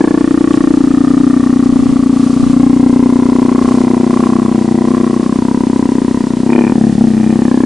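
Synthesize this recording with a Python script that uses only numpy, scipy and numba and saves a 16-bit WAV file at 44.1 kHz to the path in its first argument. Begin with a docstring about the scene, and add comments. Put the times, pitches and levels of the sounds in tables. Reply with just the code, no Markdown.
"""From start to end a big cat growls on one long breath, close to a stereo microphone, in an outdoor cage.
Its vocal folds slap shut about thirty times a second and rebound once, ringing throat and mouth.
The input hisses throughout and a breeze rumbles; from half a second to 4.3 s fingers rustle in fur.
Gusts brush the microphone ports between 0.5 and 2.6 s, and small ticks fall at 0.5 and 3.3 s.
After 5.3 s the folds limp in short spells. Loud peaks overload the input."""
import sys
import numpy as np
from scipy import signal
from scipy.fft import rfft, irfft
from scipy.io import wavfile
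from scipy.ndimage import uniform_filter1d
from numba import njit

SR = 44100
rng = np.random.default_rng(int(sys.argv[2]) if len(sys.argv) > 2 else 0)


def gain_from_decibels(decibels):
    """Convert decibel values to linear amplitude factors."""
    exponent = np.asarray(decibels, float) / 20
    return 10 ** exponent


def transcribe(signal):
    """Save signal, clipped to [-1, 1], as a 16-bit WAV file at the path in sys.argv[1]."""
    frames = np.atleast_2d(signal).T
    limited = np.clip(frames, -1, 1)
    pcm = np.round(limited * 32767).astype(np.int16)
    wavfile.write(sys.argv[1], SR, pcm)


N = 337365  # length [samples]


def curves(table):
    """Draw straight lines between table rows: one sample-rate curve for each column after the time."""
    s, *columns = np.transpose(table)
    return [np.interp(np.arange(N) / SR, s, c) for c in columns]


def spells(table, edge_s):
    """Sum of plateaus (start [s], length [s], height) with sloping edges."""
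    t = np.arange(N) / SR
    total = np.zeros(N)
    for start, length, height in table:
        inside = np.minimum(t - start, start + length - t)
        total += height * np.clip(inside / edge_s + .5, 0, 1)
    return total


def between(ends, control):
    """Straight law from ends[0] at control 0 to ends[1] at control 1, and on beyond."""
    return ends[0] + (ends[1] - ends[0]) * control


def unit(x):
    """Scale to rms 1."""
    return x / np.sqrt(np.mean(x ** 2))


def noise(points):
    """Noise shaped by (frequency [Hz], level [dB]) points; 0 dB is white noise of rms 1."""
    hz, db = np.transpose(points)
    f = np.fft.rfftfreq(N, 1 / SR) + 1
    gain = gain_from_decibels(np.interp(np.log(f), np.log(hz), db))
    return irfft(rfft(rng.standard_normal(N)) * gain, N)


def clicks(s, size):
    """Clicks at times s [s], each shared between two samples to land between them."""
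    at = np.clip(s * SR, 0, N + 1)
    i = at.astype(int)
    first = np.bincount(i, size * (1 - at + i), N + 3)
    second = np.bincount(i + 1, size * (at - i), N + 3)
    return (first + second)[:N]


def soften(x, ms):
    """A closure takes a moment, so its click becomes a short bump."""
    bump = np.hanning(int(ms * SR / 1000) + 3)
    return np.convolve(x, bump / bump.sum(), "same")


@njit
def ring(x, pole):
    """One complex resonator whose pole may move: it turns and shrinks a little at every sample."""
    y, z = np.empty(len(x)), 0j
    for i in range(len(x)):
        z = z * pole[i] + x[i]
        y[i] = z.imag
    return y


def mode(x, hz, width, count=1):
    """A damped sine for every click; pitch and width [Hz] may move, and count resonators run in a row."""
    pole = np.exp(np.pi * (2j * hz - width) / SR)
    for _ in range(count):
        x = ring(x, pole)
    return x


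# colour of the hiss shared by both sides, before its gain: (frequency [Hz], level [dB])
HISS_MIDDLE = [(30, 16.5), (100, 16), (300, 21), (1000, 5), (1600, -2), (2500, -2.5), (5000, -3.5),
               (8000, -6), (10300, -8.5)]
# colour of the hiss that is opposite left and right, before its gain: (frequency [Hz], level [dB])
HISS_OPPOSITE = [(30, -6), (100, -11.5), (300, -22.5), (1000, -7.5), (2500, -21), (5000, -14), (8000, -10),
                 (10300, -9)]
# fingers rustle in fur: (start [s], length [s], level over the hiss [dB])
FUR_RUSTLES = [(.51, .07, 3), (1.7, 0.23, 1), (2.15, .4, 2.5), (3.6, 0.24, 3), (4.1, .2, 2.5)]


def hiss_and_rustle(side):
    """Steady coloured input noise; fingers in fur swell it, and it flickers slightly throughout."""
    hiss_gain_db = -29
    flicker_db = .55 * unit(uniform_filter1d(rng.standard_normal(N), int(.02 * SR)))
    gain = gain_from_decibels(hiss_gain_db + spells(FUR_RUSTLES, .06) + flicker_db)
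    return gain * (noise(HISS_MIDDLE) + side * noise(HISS_OPPOSITE))


# gusts on the microphone ports: (start [s], length [s], level over the breeze [dB])
PORT_GUSTS = [(.58, .14, 11), (.84, 0.14, 8), (1.68, 0.31, 19.5), (2.4, .12, 21)]


def wind():
    """Fluttering low rumble, pushing the two ports partly in opposite ways."""
    breeze_db, opposed = -39.5, .9
    shape = [(20, -2), (60, 17), (110, 12), (180, 16), (400, -33.0), (2000, -45)]  # (Hz, relative dB)
    left = noise(shape)
    right = noise(shape) - opposed * left
    flutter_db = 4.3 * unit(uniform_filter1d(rng.standard_normal(N), int(0.0077 * SR)))
    rumble = unit(gain_from_decibels(flutter_db) * np.array([left, right]))
    return gain_from_decibels(breeze_db + spells(PORT_GUSTS, 0.13)) * rumble


# small ticks of claw or wire: (time [s], click level [dB], pitch [Hz])
CLAW_TICKS = [(0.5342, -15, 3270), (3.3003, -20, 5030)]


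def ticks():
    """Each tick is one click that rings a quickly dying sine, equal on both sides."""
    total = np.zeros(N)
    for s, db, hz in CLAW_TICKS:
        click = clicks(np.array([s]), gain_from_decibels(np.array([db])))
        total += mode(click, np.full(N, 1. * hz), 550.0)
    return total


def cage(x, t60, db):
    """Board, roof and wire send back a short diffuse tail, unlike left and right; t60 [s] to fall 60 dB."""
    t = np.arange(int(.25 * SR)) / SR
    tail = rng.standard_normal((2, len(t))) * 1000 ** (-t / t60) * (t > .004)
    tail = tail / np.sqrt(np.sum(tail ** 2, 1, keepdims=True))
    return gain_from_decibels(db) * signal.fftconvolve(x[None], tail, axes=1)[:, :N]


# how often the folds close: (time [s], rate [Hz])
CLOSURE_RATE = [(0.0, 29.614), (0.48, 30.356), (0.96, 29.836), (1.08, 30.79), (1.56, 30.587),
                (2.04, 29.443), (3.0, 30.538), (3.6, 30.725), (3.72, 31.499), (3.96, 30.612),
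                (4.44, 31.508), (4.68, 29.999), (4.92, 31.626), (5.16, 30.379), (5.52, 32.589),
                (6.0, 31.092), (6.12, 31.947), (6.36, 30.051), (6.48, 33.997), (6.96, 35.667),
                (7.08, 30.905), (7.65, 33.008)]
# limping, even closures shifted one way and odd ones the other: (start [s], length [s], shift [cycles])
LIMPING = [(5.3, .5, -.03), (5.82, .38, .04), (6.22, .12, -.025), (6.7, .24, .065), (7.35, .3, -.025)]
# voice, also used by throat and mouth:
# (time [s], throat pitch [Hz], rebound share of the slap [0-1], slap level [dB])
VOICE_PATH = [(0.0, 258, 0.67, 0.5), (.3, 286, 0.4, 0), (.75, 279.4, 0.49, 1), (1.05, 271, 0.81, -1.1),
              (1.65, 269.8, 0.64, -1), (2.4, 258.5, 0.64, -2.5), (2.7, 263.2, 0.68, 0.5),
              (3.45, 265, 0.43, 0.7), (4.2, 245.7, 0.58, 0.5), (4.65, 230.4, 0.48, -0.5),
              (5.0, 247, 1, -2.1), (5.2, 249, .55, -1), (5.3, 239, 0.01, -1), (5.9, 261, 0.07, 0.6),
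              (6.35, 243, 0.05, -3), (6.43, 239, 0, -1.5), (6.5, 244, 0.49, .5), (6.58, 262, 0.78, 1.7),
              (6.67, 234, .63, -1), (6.72, 242, 0, 1.5), (6.85, 221, 0.63, 2.5), (6.94, 213, 0, -2.5),
              (7.02, 227, 0.5, 4.5), (7.1, 235, 0.7, -5.5), (7.3, 232, 0.74, -1.5), (7.37, 232, 0.14, 1),
              (7.65, 268.4, 0.08, 1)]
# the folds slacken, so the rebound tends to come later; the throat uses the push:
# (time [s], lag after the slap [ms], sharpness [dB], push on the throat [dB])
REBOUND_PATH = [(0, 6.3, -1, 0.5), (.3, 6.33, -1.5, 1.5), (.72, 6.47, -2, 3), (.9, 7.3, 8.5, -7),
                (1.2, 7.26, 8.5, 2.5), (1.5, 8.17, 7, -4), (2.4, 7.74, 7.5, -2), (2.7, 7.3, 3, -1.5),
                (3.1, 7.9, 9.5, -4.5), (3.5, 8.32, 14.5, -1.5), (4.6, 9.07, 11.5, -0.5),
                (4.95, 8.7, 7.5, 1), (5.25, 9.3, 3.5, -6.5), (6.5, 8.8, 11, 2), (6.7, 9.4, -0.5, -2.5),
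                (7.02, 8.73, -4.5, 1), (7.15, 9.6, 4.5, 4), (7.35, 9.25, 3, 0)]


def folds():
    """Vocal folds slap shut and rebound once: clicks of both for the throat, brighter ones for the mouth."""
    phase = np.cumsum(curves(CLOSURE_RATE)[0]) / SR
    count, first_cycle = 245, .197
    k = np.arange(count)
    wobble, slap_luck, lag_luck, back_luck, bright_luck, sharp_luck = rng.standard_normal((6, count))
    at = np.interp(k + first_cycle, phase, np.arange(N), right=N - 1).astype(int)
    limp = spells(LIMPING, 0.027)[at]
    _, share, slap_db = (c[at] for c in curves(VOICE_PATH))
    lag_ms, sharp_db, _ = (c[at] for c in curves(REBOUND_PATH))
    # limping folds also keep worse time
    cycle = k + first_cycle + limp * (-1.) ** k + (.0025 + .35 * np.abs(limp)) * wobble
    slap_s = np.interp(cycle, phase, np.arange(N) / SR, right=N)
    slap = gain_from_decibels(slap_db + .5 * slap_luck)
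    back_s = slap_s + (lag_ms + .07 * lag_luck) / 1000
    back = slap * np.clip(share + 0.06 * back_luck, 0, None)
    bright_slaps = clicks(slap_s, gain_from_decibels(1.2 * bright_luck))
    bright_rebounds = clicks(back_s, share * gain_from_decibels(sharp_db + 1.2 * sharp_luck))
    return clicks(slap_s, slap), clicks(back_s, back), bright_slaps + bright_rebounds


# throat rings, widths before damping: (multiple of throat pitch, width [Hz], level [dB], sign)
THROAT_RINGS = [(.92, 86, 6.4, -1), (1.105, 105, 4.7, 1)]
# mouth opening, also used by the mouth: (time [s], opening [0 shut, 1 open, more is wider])
MOUTH_OPENING = [(0, 1.53), (.3, 0.54), (1.1, 0.023), (2.0, 0.017), (2.6, 0.16), (3.0, 0.62), (4.0, 0.93),
                 (5.1, 1.09), (5.4, 0.81), (6.4, 0.84), (6.55, 1.32), (6.8, 0.85), (7.1, 0.82), (7.35, 1),
                 (7.65, 0.98)]
# the long throat ring: (time [s], level [dB])
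LONG_THROAT_RING = [(0, -6), (.8, -40.5), (2.0, -22.5), (2.6, -12.5), (3.0, -14), (4.0, -34), (5.4, -51),
                    (6.4, -32), (6.55, -20.5), (6.8, -32), (7.1, -9), (7.35, -16)]


def throat_sound(slaps, rebounds):
    """Each slap and rebound rings the air in throat and chest; an open mouth damps the slap's ring more."""
    hz, opening = curves(VOICE_PATH)[0], curves(MOUTH_OPENING)[0]
    slap, back = soften(slaps, .6), soften(rebounds, .9)
    # the rebound moves little air, so it has no deep thud
    no_thud = signal.butter(1, 100., "high", fs=SR, output="sos")
    back = gain_from_decibels(curves(REBOUND_PATH)[2]) * signal.sosfilt(no_thud, back)
    push = slap + back
    damping = between((0.67, 0.99), opening)
    throat = np.zeros(N)
    for ratio, width, db, sign in THROAT_RINGS:
        slap_ring = mode(slap, ratio * hz, damping * width)
        # after the rebound the throat rings with its own steady damping
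        back_ring = mode(back, ratio * hz, 1.016 * width)
        throat += sign * gain_from_decibels(db) * (slap_ring + back_ring)
    throat -= gain_from_decibels(curves(LONG_THROAT_RING)[0]) * mode(push, 0.93 * hz, 18.0)
    throat += gain_from_decibels(between((-15.5, -3.5), opening)) * mode(push, 1.46 * hz, 96.0)
    chest_hz, chest_width_hz, chest_db = 127., 72, -19.5
    throat -= gain_from_decibels(chest_db) * mode(slap, np.full(N, chest_hz), chest_width_hz)
    # pressure builds for a few ms before the folds snap shut
    lead = int(.002 * SR)
    early = np.r_[slaps[lead:], np.zeros(lead)]
    build = np.convolve(early, np.linspace(0, 1, int(.0023 * SR)) ** 2)[:N]
    return throat + .2 * soften(build, .5)


# mouth rings: (time [s], second pitch [Hz], second level [dB], third pitch [Hz], third level [dB])
MOUTH_PATH = [(0.0, 1053, -22, 1696, -25), (.3, 1188, -22.5, 1820, -29.5), (.6, 1137, -20.5, 1840, -28.5),
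              (.9, 1240, -31, 1780, -39.5), (1.4, 1160, -30, 1814, -38), (1.8, 1163, -31, 1935, -45),
              (2.4, 1162, -31.5, 2040, -53), (2.65, 1073, -25.5, 2140, -41),
              (2.8, 1005, -27.5, 2110, -42.5), (3.3, 1016, -28.5, 2050, -43.5),
              (4.5, 954, -32.5, 1960, -44.5), (5.2, 950, -31, 1944, -40.5), (5.4, 953, -22, 1984, -40.5),
              (6.1, 979, -23.5, 1890, -34.5), (6.44, 940, -29.5, 1890, -43), (6.58, 873, -34.5, 1804, -31),
              (6.74, 925, -25.5, 1760, -35.5), (6.95, 1040, -49.5, 1890, -37),
              (7.3, 1000, -46, 1840, -37.5), (7.5, 1020, -22, 1730, -28.5), (7.65, 1030, -24.5, 1720, -30)]
# (width [Hz]), in turn for nose, second, palate, third and lip ring
MOUTH_WIDTHS = [243, 192, 130., 190, 171]
# brief widenings of the jaws: (start [s], length [s], lift of the second ring [dB])
JAW_GAPES = [(3.5, 0.26, 3), (4.1, 0.44, 4.5), (4.85, 0.52, 5), (7.1, 0.11, 7)]
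# the lips draw back: (start [s], length [s], level over the resting lip ring [dB])
DRAWN_LIPS = [(.1, 0.42, 10.5), (6.49, 0.24, 24), (7.1, 0.4, 13)]


def mouth_sound(bright):
    """Sharp closures and puffs of breath ring the linked hollows of nose, mouth, palate and lips."""
    share, opening = curves(VOICE_PATH)[1], curves(MOUTH_OPENING)[0]
    # each closure squeezes out a short turbulent puff
    fade = np.exp(-np.arange(600) / (.003 * SR))
    puff = np.convolve(bright, fade)[:N] * rng.standard_normal(N)
    drive = soften(bright + .025 * puff, .35)
    second_hz, second_db, third_hz, third_db = curves(MOUTH_PATH)
    # wider jaws raise and strengthen the second ring
    gape_db = spells(JAW_GAPES, .12)
    second_hz = second_hz + 23.5 * gape_db  # Hz for each dB
    second_db = second_db + gape_db
    nose_db, drawn_db = between((-35, -32), opening), spells(DRAWN_LIPS, 0.082)
    lip_db = -53.5 + drawn_db
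    still = np.ones(N)
    pitches = [745 * still, second_hz, 1310 * still, third_hz, 2415 * still]
    levels = [nose_db, second_db, second_db - 15.5, third_db, lip_db]
    # coupled cavities: each ring swells in softly and leaves hollow gaps between them
    rings = np.zeros(N)
    for hz, width, db in zip(pitches, MOUTH_WIDTHS, levels):
        rings += gain_from_decibels(db) * unit(mode(drive, hz, width, count=2))
    # a broad crack, weaker with more rebound and stronger with drawn lips
    snap_db = between((-31.5, -46), share) + 0.63 * drawn_db
    return rings - gain_from_decibels(snap_db) * unit(mode(drive, 800. * still, 1200.))


def growl():
    """One train of fold closures drives both the throat and the mouth of the cat."""
    slaps, rebounds, bright = folds()
    return throat_sound(slaps, rebounds), mouth_sound(bright)


def scene():
    """The chest side of the cat faces the left port, so the throat leans left."""
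    side = np.array([[1.], [-1.]])  # left, right
    background = hiss_and_rustle(side) + wind() + ticks()
    throat, mouth = growl()
    voice = throat * gain_from_decibels(1.2 + 1.7 * side) + mouth * gain_from_decibels(-.1 * side)
    echoes = cage(throat, .2, -16.5) + cage(mouth, 0.11, -16)
    return background + voice + echoes


def roll_off(x):
    """The treble ends steeply here."""
    return signal.sosfilt(signal.butter(12, 10350, fs=SR, output="sos"), x)


def record(dry):
    """The microphone drops the deepest bass, the input overloads with a short knee, the top is cut steeply."""
    bass_cut = signal.butter(2, 45., "high", fs=SR, output="sos")
    near = signal.sosfilt(bass_cut, dry) - .005  # small constant offset
    ceiling, knee = 1.02, 12  # a higher knee bends more abruptly
    squeezed = near / (1 + np.abs(near / ceiling) ** knee) ** (1 / knee)
    top_cut = signal.ellip(10, .2, 60, 10300, fs=SR, output="sos")
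    mix = np.clip(signal.sosfilt(top_cut, squeezed), -1, 1)
    return roll_off(mix)


dry = scene()
out = record(dry)
transcribe(out)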